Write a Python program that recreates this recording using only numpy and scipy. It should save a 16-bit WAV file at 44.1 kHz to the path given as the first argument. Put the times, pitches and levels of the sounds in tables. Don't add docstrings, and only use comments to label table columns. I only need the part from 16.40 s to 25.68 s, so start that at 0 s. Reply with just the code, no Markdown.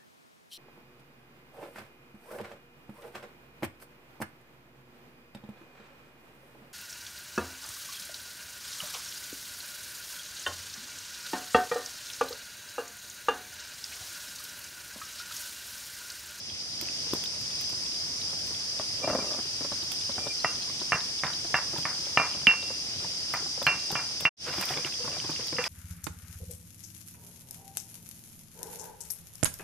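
import sys
import numpy as np
from scipy import signal
from scipy.fft import rfft, irfft, next_fast_len
from scipy.io import wavfile
from scipy.ndimage import uniform_filter1d, map_coordinates

SR = 44100
rng = np.random.default_rng(int(sys.argv[2]) if len(sys.argv) > 2 else 0)


def waveform_to_disk(signal):
    frames = np.transpose(np.atleast_2d(signal))
    scaled = np.clip(frames, -1, 1) * 32767
    samples = np.round(scaled).astype(np.int16)
    wavfile.write(sys.argv[1], SR, samples)


def how_loud(loudness_db):
    steps = np.asarray(loudness_db, float) / 20
    return 10 ** steps


N = 409248

PESTLE_HZ = (2751, 2379)


def unit(x):
    return x / np.sqrt(np.mean(x ** 2) + 1e-20)


def along(points, hz):
    f, v = np.transpose(points)
    return np.interp(np.log(hz + 1), np.log(f + 1), v)


def curve(rows):
    s, value = np.transpose(rows)
    return np.interp(np.arange(N) / SR, s, value)


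def wobble(rate):
    knots = rng.standard_normal(int(N * rate / SR) + 4)
    return map_coordinates(knots, [np.arange(N) * rate / SR])


def filtered(x, response):
    m = next_fast_len(N + SR // 2)
    return irfft(rfft(x, m) * response(np.fft.rfftfreq(m, 1 / SR)), m)[..., :N]


def peak(f, hz, width):
    return 1j * f * width / (hz * hz - f * f + 1j * f * width)


def add(track, s, sound, pan_db):
    part = track[:, round(s * SR):round(s * SR) + sound.shape[-1]]
    placed = how_loud([[pan_db / 2], [-pan_db / 2]]) * sound
    part += placed[:, :part.shape[1]]


def grit(rate, spread_db):
    count = int(rate * N / SR)
    size = how_loud(spread_db * rng.exponential(size=count)) * rng.standard_normal(count)
    return unit(np.bincount(rng.integers(N, size=count), size, N))


def blip(t, hz, t60, rise):
    return np.sin(2 * np.pi * hz * t) * how_loud(-60 * t / t60) * (1 - np.exp(-t / rise))


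def stroke(s, length, rise, sag_db):
    u = np.arange(N) / SR - s
    start = np.clip(u / rise, 0, 1)
    end = np.clip((length - u) / 0.028, 0, 1)
    return start * end * how_loud(-sag_db * np.clip(u / length, 0, 1))


def scattered(count, db, hz):
    r = rng.standard_normal((count, 3))
    return np.c_[rng.random(count) * N / SR, db + 2.1 * r[:, 0], hz * np.exp(.12 * r[:, 1]), 3 * r[:, 2]]


def contact_pulse(t, hz):
    tones = 2.2 * blip(t, hz, 0.0051, 0.00055) + 1.9 * blip(t, 0.72 * hz, 0.0034, 0.00026)
    return tones + 0.02 * how_loud(-60 * t / .003) * rng.standard_normal(len(t))


def slab_clunk(t, clunk_db):
    # (pitch [Hz], level [dB], 60 dB decay [s])
    tones = [(1008, -4, 0.15), (1194, 3.5, 0.058), (1810, 10, 0.035), (2065, 10.5, .03), (764, 0, 0.046),
             (1290, 6.5, 0.021), (645, -5.5, 0.087)]
    clunk = 0
    for hz, db, t60 in tones:
        level = how_loud(db + clunk_db - 19.5 + rng.normal(0, 3.6))
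        clunk = clunk + level * blip(t, hz * rng.normal(1, 0.039), t60, 0.00063)
    return clunk


def pestle_ring(t, grip_s, levels_db, free_db):
    decays = (.42, .32)
    ports = t + [[0], [.00004]]
    grip = 1 / (1 + (t / grip_s) ** 10)
    grip = grip * (1 + .6 * np.exp(-t / .008))
    ring = 0
    for hz, t60, db in zip(PESTLE_HZ, decays, levels_db):
        held = grip * blip(ports, hz, t60, 0.0015)
        free = how_loud(free_db) * blip(ports, hz, .65, 0.0054)
        ring = ring + how_loud(db + 8.5) * (held + free)
    return ring


def echo(x):
    # (pitch [Hz], 60 dB decay [s])
    trees = [(150, 0.18), (1000, 0.4), (2500, 0.26), (5000, 0.13)]
    hz, t, z = signal.stft(rng.standard_normal((2, SR // 2)), SR, nperseg=256)
    tail = signal.istft(z * how_loud(-60 * t / along(trees, hz)[:, None]), SR, nperseg=256)[1]
    tail = 1.2 * tail[0] + [[.55], [-.55]] * tail[1]
    late = np.pad(x, (300, 0))[None]
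    return signal.fftconvolve(late, tail / np.linalg.norm(tail[0]), axes=1)


def pounding():
    # (time [s], peak [dB], contact pitch [Hz], high ring [dB], low ring [dB])
    blows = [(4.046, -14.5, 1260, -26, -37), (4.521, -9, 1720, -25, -31), (4.836, -15.5, 1630, -50, -39),
             (5.143, -9.5, 1780, -26.5, -43), (5.454, -17, 1810, -50, -44),
             (5.774, -7.5, 1220, -29.5, -26.5), (5.799, -13.5, 1270, -34, -18), (6.07, -9, 2210, -13, -28),
             (6.939, -19.5, 1420, -46, -31), (7.267, -7, 2270, -22.5, -30),
             (7.555, -17.5, 1230, -26.5, -25.5), (7.853, -7.5, 2000, -16.5, -27),
             (9.185, -18, 1760, -25, -31)]
    # (grip closes [s], crushing [dB], slab tones [dB], free ring [dB])
    aftermath = [(0.067, -6, 2.5, -30), (0.038, -1.5, -4, -28), (.05, 5, 1, -25), (0.042, 0, 2, -21),
                 (.05, 3, 2, -25), (.04, -10, 1, -8), (0.07, 5, 0, -23), (0.054, 2.5, -9, -10.5),
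                 (.05, 3.5, 4.5, -25), (0.074, 1, -5, -11.5), (0.06, 5, 0, -12), (0.08, 4.5, -10.5, -20),
                 (0.049, 6, -4, -18)]
    # (time [s], peak [dB], pitch [Hz])
    rebounds = [(4.058, -23, 1200), (4.531, -10, 1300), (4.551, -31, 1900), (4.845, -19, 1300),
                (5.153, -13, 1500), (5.464, -24, 1300), (5.784, -32, 1210), (5.817, -14, 1140),
                (6.097, -21, 1900), (6.113, -16, 1730), (6.138, -27, 1090), (6.949, -21, 1310),
                (7.275, -11, 1490), (7.281, -24, 1910), (7.302, -20, 1309), (7.324, -31, 1100),
                (7.564, -31, 1300), (7.58, -32, 956), (7.863, -17, 1680)]
    # (time [s], peak [dB])
    pings = [
        (7.267, -22),
        (4, -27),
    ]
    scene_change_s = 7.93
    track, t = np.zeros((2, N)), np.arange(SR // 3) / SR
    fibres = unit(filtered(grit(rate=1800, spread_db=1),
                           lambda f: peak(f, 1400, 3000) ** 2 / (1 + (f / 2500) ** 8)))
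    for (s, db, hz, high_db, low_db), (grip_s, crush_db, clunk_db, free_db) in zip(blows, aftermath):
        contact = contact_pulse(t, hz)
        clunk = slab_clunk(t, clunk_db)
        start = rng.integers(N - len(t))
        crush = how_loud(-16 + crush_db - 60 * t / 0.24) * (1 - np.exp(-t / 0.026)) * fibres[start:][:len(t)]
        ring = pestle_ring(t, grip_s, (high_db, low_db), free_db)
        thud_level = how_loud(-38 + (0.58 - 1) * db + 27)
        thud = thud_level * (blip(t, 157, 0.036, 0.013) + 1.17 * blip(t, 290, 0.0081, 0.0014))
        knock = how_loud(-33) * blip(t, 1170, 0.013, 0.00097)
        add(track, s, how_loud(db) * (contact + clunk + crush + ring + thud) + knock, -2.5)
        add(track, s, how_loud(db - 8) * echo(contact + .3 * clunk + thud), -1.5)
        if s < scene_change_s < s + 1:
            track[:, round(scene_change_s * SR):] = 0
    for s, db, hz in rebounds:
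        bounce = blip(t, hz, 0.0065, 0.00034) + .5 * blip(t, 1.6 * hz, 0.0028, .0004)
        bounce = bounce + 0.31 * blip(t, .6 * hz, 0.0093, .0006)
        add(track, s, how_loud(db + 4.5) * bounce, -2)
    for s, db in pings:
        add(track, s, how_loud(db) * blip(t, 4230, .05, .001), -3)
    return track


def rolling():
    # (start [s], length [s], rumble [dB])
    rolls = [
        (2.595, 0.23, -33),
        (2.797, 0.21, -40.5),
        (3.765, 0.14, -44),
        (8.049, 0.16, -44.5),
        (8.318, 0.098, -39.5),
        (8.607, 0.15, -46.5),
        (8.703, 0.11, -47),
    ]
    # (start [s], length [s], level [dB], ring [0 high, 1 low])
    songs = [(2.625, 0.063, -43, 1), (2.678, .055, -44, 1), (2.745, 0.054, -49, 1), (2.795, 0.039, -50, 1),
             (2.611, 0.14, -52, 0), (2.388, .04, -54, 0), (2.828, 0.084, -53, 0), (3.78, 0.16, -47.5, 1),
             (8.078, 0.09, -50, 0), (8.178, .035, -49, 1), (8.388, 0.099, -52, 1), (8.62, 0.045, -49, 0),
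             (8.725, 0.062, -49.5, 1), (8.81, .03, -51, 0)]
    # (pitch [Hz], width [Hz], level [dB])
    resonances = [(270, 51, -3), (586, 125, 1), (1190, 67, -8), (1725, 9.7, -37)]

    def slab(f):
        total = 0.12 * peak(f, 433, 1000)
        for k, (hz, width, db) in enumerate(resonances):
            total = total + (-1) ** k * how_loud(db) * peak(f, hz, width)
        return total

    rumble = unit(filtered(grit(rate=900, spread_db=2.5), slab))
    rings = []
    for hz in PESTLE_HZ:
        tone = np.sqrt(2) * np.sin(2 * np.pi * hz * np.arange(N) / SR + 0.97 * wobble(40))
        rings.append(tone * how_loud(4.5 * wobble(45)))
    sound = np.zeros(N)
    for s, length, db in rolls:
        sound += stroke(s, length, rise=0.068, sag_db=10) * how_loud(db + 2.5) * rumble
    for s, length, db, ring in songs:
        sound += stroke(s, length, rise=0.0088, sag_db=3) * how_loud(db) * rings[round(ring)]
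    return sound * how_loud([[-.4], [.4]])


def bump(t, hz):
    puff = uniform_filter1d(uniform_filter1d(rng.standard_normal(len(t)), size=14), size=14)
    tones = blip(t, hz, 0.034, 0.0017) + 0.71 * blip(t, 1.83 * hz, 0.012, 0.0007)
    tones = tones + 0.39 * blip(t, 0.47 * hz, 0.028, 0.00029)
    click = 0.35 * blip(t, 2.4 * hz, 0.0028, 0.0007)
    return tones + click + 1.24 * puff * how_loud(-60 * t / 0.09)


def bumps():
    # (time [s], peak [dB], pitch [Hz])
    handling = [(.748, -34, 250), (1.326, -41, 332), (2.108, -39, 200), (2.396, -27.5, 626),
                (2.988, -32, 223), (3.209, -32.5, 273), (3.246, -32.5, 570), (3.318, -29.5, 582),
                (3.694, -34, 560), (3.781, -30.5, 747), (3.867, -30, 553)]
    # (time [s], peak [dB], pitch [Hz])
    jolts = [(2.588, -37, 560), (2.612, -44, 500), (2.632, -29.5, 600), (2.642, -21, 590),
             (2.675, -14.5, 643), (2.682, -23.5, 573), (2.695, -19.5, 600), (2.7, -15, 570),
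             (2.711, -26, 595), (2.732, -18, 620), (2.75, -15, 570), (2.78, -35, 520), (2.788, -18, 577),
             (2.806, -32.5, 560), (2.822, -23, 570), (2.843, -26.5, 570), (2.878, -40.5, 568),
             (2.908, -29, 603), (2.939, -29.5, 587), (2.975, -42, 519)]
    # (time [s], peak [dB], pitch [Hz])
    rocking = [(4.044, -25, 671), (4.415, -35, 360), (5.048, -34.5, 332), (5.339, -32.5, 332),
               (5.361, -33, 930), (5.666, -40, 567), (5.384, -31.5, 150), (5.948, -35.5, 570),
               (6.015, -39.5, 150), (6.071, -25, 243), (7.06, -38.5, 790), (4.278, -49, 1010),
               (4.297, -42, 1140), (7.707, -44, 880), (6.226, -38.5, 544), (6.302, -34, 513),
               (6.622, -39.5, 378), (6.645, -35.5, 954), (7.176, -37, 520), (7.216, -27.5, 573),
               (7.505, -31, 800), (7.525, -29, 156), (7.805, -43, 573), (7.825, -37, 170), (5.97, -39, 200),
               (6.03, -41, 170), (4.545, -29, 169), (4.85, -32, 170)]
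    track, t = np.zeros((2, N)), np.arange(SR // 16) / SR
    for rows, gain_db, pan_db in ((handling, 6, 1.1), (jolts, -2.5, .9), (rocking, 6, -.2)):
        for s, db, hz in rows:
            add(track, s, how_loud(db + gain_db) * bump(t, hz), pan_db)
    for s, db, hz, pan_db in scattered(count=18, db=-41, hz=394):
        add(track, s, how_loud(db + 4.5) * bump(t, hz), pan_db)
    knee = blip(t, 340, 0.016, 0.00044) + 0.42 * blip(t, 1020, 0.012, 0.0004)
    add(track, .734, how_loud(-12.5) * knee, 1.1)
    return track


def distant_pounding():
    # (time [s], peak [dB], pitch [Hz])
    far_blows = [(8.083, -32.5, 510), (8.183, -32, 325), (8.305, -29, 754), (8.369, -31.5, 490),
                 (8.45, -34.5, 354), (8.604, -44, 486), (8.643, -34, 510), (8.676, -34.5, 1090),
                 (8.766, -37, 740), (8.843, -34.5, 328), (8.893, -31.5, 325), (8.994, -36.5, 490),
                 (9.126, -32.5, 303), (9.153, -42, 543), (9.188, -32.5, 493)]
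    # (time [s], peak [dB])
    booms = [
        (8.068, -33),
        (8.084, -35),
        (8.36, -36),
        (8.39, -32),
        (8.603, -29.5),
        (8.642, -29),
        (9.02, -39),
        (9.127, -33),
        (9.152, -35),
        (9.188, -21.5),
    ]
    track, t = np.zeros((2, N)), np.arange(SR // 16) / SR
    for s, db, hz in far_blows:
        add(track, s, how_loud(db + 6) * bump(t, hz), .6)
        add(track, s, how_loud(db - 3) * blip(t, 150 * rng.normal(1, 0.17), 0.18, 0.0067), 0)
    for s, db in booms:
        boom = blip(t, 490, 0.088, 0.0039) * np.cos(np.pi / 2 * t / t[-1])
        add(track, s, how_loud(db) * boom, 0)
    return track


def ticks():
    # (time [s], peak [dB], pitch [Hz], pan [dB])
    chips = [
        (5.7733, -7.5, 2700, -4),
        (6.0696, -0.5, 2930, -5.5),
        (7.2669, -16, 3090, -8),
    ]
    # (time [s], peak [dB], pitch [Hz], pan [dB])
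    near_ticks = [(0.412, -31, 4150, -15), (.7337, -28, 3500, -2), (0.486, -29, 2570, -6),
                  (0.8385, -32.5, 3330, -15), (0.8587, -25, 3750, 3), (1.8148, -32, 3980, 11),
                  (3.3248, -31.5, 3920, 11), (3.5175, -30, 3340, -12), (3.7179, -32, 3700, 10),
                  (3.874, -30, 3600, 4), (4.4014, -32, 3820, 5), (4.521, -28, 4450, -1.5),
                  (4.606, -29, 3770, 6), (4.8663, -27, 3680, -2), (4.9336, -27, 3900, 3),
                  (5.375, -29.5, 3420, -7), (7.2265, -26.5, 3530, -2.5), (7.5153, -31.5, 3500, -13),
                  (7.552, -35.5, 2980, -34), (7.8065, -29, 3440, -5), (8.2018, -34, 2920, -3.5),
                  (8.2906, -25, 3440, -7), (8.3384, -30, 2980, -2.5), (8.3729, -26, 3470, -3),
                  (8.4476, -18.5, 2780, -5), (8.539, -28, 3230, -5), (8.8, -25, 3000, -3.5),
                  (8.524, -30, 2620, -3), (8.717, -33, 2750, -5), (8.733, -35, 2750, -5),
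                  (8.962, -27, 2750, -3), (9.167, -28, 2750, -2), (8.786, -31, 4000, 0),
                  (8.929, -33, 3700, -2), (9.011, -35, 2800, -2), (.455, -34, 3000, -9),
                  (1.05, -44, 2900, 3), (6.228, -28, 3770, 0), (7.394, -29, 3960, 2),
                  (9.0364, -35, 3260, 0), (9.0825, -28, 4030, -6), (9.241, -24, 3400, -9)]
    # (time [s], peak [dB], pitch [Hz])
    cracks = [(8.069, -25, 1340), (8.099, -23, 1460), (8.153, -33, 1990), (8.181, -23, 1130),
              (8.234, -17, 2420), (8.281, -30, 2000), (8.34, -21, 2360), (8.374, -17.5, 2200),
              (8.446, -30, 1800), (8.083, -28, 1300), (8.212, -25, 2100), (8.219, -34, 1200),
              (8.252, -31, 2400), (8.311, -22, 1920), (8.316, -27, 2900), (8.386, -25, 900),
              (8.467, -30, 1400), (8.682, -35, 1700), (8.851, -31, 1000), (8.915, -27, 1090),
              (8.9, -27, 2400), (9.217, -22, 1490), (9.254, -23, 1800), (9.272, -29, 1300),
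              (8.652, -27, 1260), (8.901, -28, 870), (9.127, -26, 2260), (9.166, -37, 1713),
              (9.24, -13, 2400)]
    track, t = np.zeros((2, N)), np.arange(SR // 16) / SR
    cracking = [(s, db - 6.5, hz, -3.5) for s, db, hz in cracks]
    faint = scattered(count=55, db=-32.5, hz=3700)
    for s, db, hz, pan_db in [*chips, *near_ticks, *cracking, *faint]:
        tick = blip(t, hz, 0.0094, 0.0011) + 0.29 * blip(t, 0.81 * hz, 0.0082, 0.0001)
        add(track, s, how_loud(db + 7) * tick, pan_db)
    return track


def leaf_snaps():
    # (time [s], peak [dB], body [dB], pan [dB])
    snaps = [(0.412, -31.5, 0, -7), (0.7362, -22, -14.5, 20), (.838, -36, -1.5, -11), (1.013, -29, -13, -6),
             (1.211, -22, -14.5, 7.5), (1.295, -32, -9, 7), (2.0635, -38.5, -3, -1), (3.3667, -44, -5, -6),
             (3.4311, -37, -8, 10), (3.5184, -32.5, -0.5, -11), (5.1672, -41.5, -1.5, 8),
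             (5.381, -43.5, 5.5, -9), (5.7723, -51, -7, 1.5), (6.0696, -34, -7, 20),
             (6.9366, -23, -14.5, 12), (7.228, -35.5, -1.5, -10.5), (7.264, -26.5, -8.5, 8),
             (7.516, -18.5, -15, 11), (7.8064, -28.5, -3.5, 7), (8.1708, -38, -7, -4.5),
             (8.212, -14.5, -16.5, -10.5), (8.905, -33.5, -8, -5), (9.0695, -31.5, -8.5, -10),
             (9.2389, -29.5, -13, -6)]
    track, t = np.zeros((2, N)), np.arange(SR // 16) / SR
    for s, db, body_db, pan_db in snaps:
        puff = rng.standard_normal((3, len(t))) * (how_loud(-60 * t / 0.017) + 0.25 * how_loud(-60 * t / 0.16))
        bright = np.diff(puff[:2], n=2, prepend=np.zeros((2, 2))) / 2.5
        add(track, s, how_loud(db - 37) * (bright + how_loud(body_db + 37) * puff[2]), pan_db)
    return track


def twigs():
    # (start [s], length [s], rustle [dB], brightness [dB])
    pulls = [
        (8.042, 0.15, -43.5, -28.5),
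        (8.146, 0.11, -39, 6.5),
        (8.238, 0.1, -37, 11),
        (8.26, 0.25, -44, -3),
        (8.606, 0.51, -55.5, -24),
        (9.42, 0.55, -37, -12),
        (8.168, 0.091, -39, 7),
        (8.02, 1.4, -64, 12),
        (9.2, .1, -40.5, 6),
    ]
    dull = filtered(np.array([grit(rate=7600, spread_db=1.4) for _ in "LR"]),
                    lambda f: peak(f, 1280, 3100) ** 2)
    bright = filtered(np.array([grit(rate=2700, spread_db=4.5) for _ in "LR"]),
                      lambda f: peak(f, 11400, 8100) ** 2)
    dull = unit(1.8 * dull[0] + [[.4], [-.4]] * dull[1]) * how_loud([[-1.2], [1.2]])
    bright = unit(bright) * how_loud([[-1], [1]])
    lumps_db = 4.2 * wobble(45)
    track = np.zeros((2, N))
    for s, length, db, bright_db in pulls:
        rustle = how_loud(db + 5.5 + lumps_db) * dull + how_loud(db + bright_db - 5) * bright
        track += stroke(s, length, rise=0.096, sag_db=11.5) * rustle
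    return track


def rush(spectrum, patchy_db, lag):
    # (pitch [Hz], likeness [0 to 1])
    alike = [(60, 1), (300, 0.91), (1000, 0.68), (3000, 0.63), (5000, 0.12), (12000, .1)]
    z = signal.stft(rng.standard_normal((2, N)), nperseg=512)[2]
    patches = uniform_filter1d(rng.standard_normal(z.shape[1:]), size=6, axis=0)
    patches = uniform_filter1d(patches, size=10, axis=1)
    pair = signal.istft(z * how_loud(patchy_db * unit(patches)), nperseg=512)[1][:, :N]

    def middle_and_side(hz):
        turn = np.arccos(np.clip(along(alike, hz), -1, 1)) / 2
        return how_loud(along(spectrum, hz)) * [np.cos(turn), np.sin(turn)]

    mid, side = filtered(pair, middle_and_side)
    stereo = np.array([mid + side, mid - side])
    return unit(filtered(stereo, lambda hz: np.exp(np.pi * 1j * lag * np.outer([-1, 1], hz))))


def woods():
    # (time [s], level [dB])
    loudness = [(0, -42.5), (.5, -37), (1.9, -36.5), (3, -36), (4.3, -36.5), (5.7, -36), (6.05, -37.5),
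                (6.4, -37), (7.05, -37), (7.55, -36.5), (7.84, -38.5), (8.06, -39), (8.22, -36.5),
                (9.28, -38)]
    # (pitch [Hz], level [dB per Hz])
    chorus_bands = [(2410, -27), (4100, -24.5), (4310, -19), (4860, -2.5), (5110, -3.5), (5690, -10.5),
                    (6090, -10), (6810, -25), (7250, -20), (7760, -27.5), (9240, -22.5), (11800, -39.5),
                    (14600, -37), (15500, -40.5), (15800, -56)]
    # (pitch [Hz], level [dB per Hz])
    air_bands = [(15, -49), (25, -17), (92, 0.5), (183, -5.5), (328, -7.5), (374, -11.5), (614, -12),
                 (746, -13), (1060, -22.5), (3250, -6.5), (4400, -10), (5720, -37), (9680, -120)]
    chorus_db = curve(loudness)
    hush_db = -44.5 + 0.57 * (chorus_db - np.median(chorus_db))
    chorus = how_loud(chorus_db + 3 + 0.31 * wobble(7)) * rush(chorus_bands, patchy_db=0.9, lag=-0.00017)
    hush = how_loud(hush_db + .7 * wobble(7.3)) * rush(air_bands, patchy_db=1.2, lag=-0.00014)
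    return chorus + hush


def scene():
    near = pounding() + rolling() + bumps() + distant_pounding() + ticks() + leaf_snaps()
    near = filtered(near, lambda f: (1j * f / (48 + 1j * f)) ** 2)
    return near + twigs() + woods()


def low_pass(x):
    return signal.sosfilt(signal.butter(12, 16450, fs=SR, output="sos"), x)


def record(dry):
    # (time [s], gain [0 to 1])
    fade = [
        (0, 1),
        (7.855, 1),
        (7.894, 0),
        (7.968, 0),
        (7.975, .07),
        (7.995, .2),
        (8.045, 1),
    ]
    held = dry / (1 + np.abs(dry / .97) ** 6) ** (1 / 6)
    heard = filtered(held, lambda f: (1j * f / (45 + 1j * f)) ** 2 * (f < 15600))
    return low_pass(heard * curve(fade))


dry = scene()
out = record(dry)
waveform_to_disk(out)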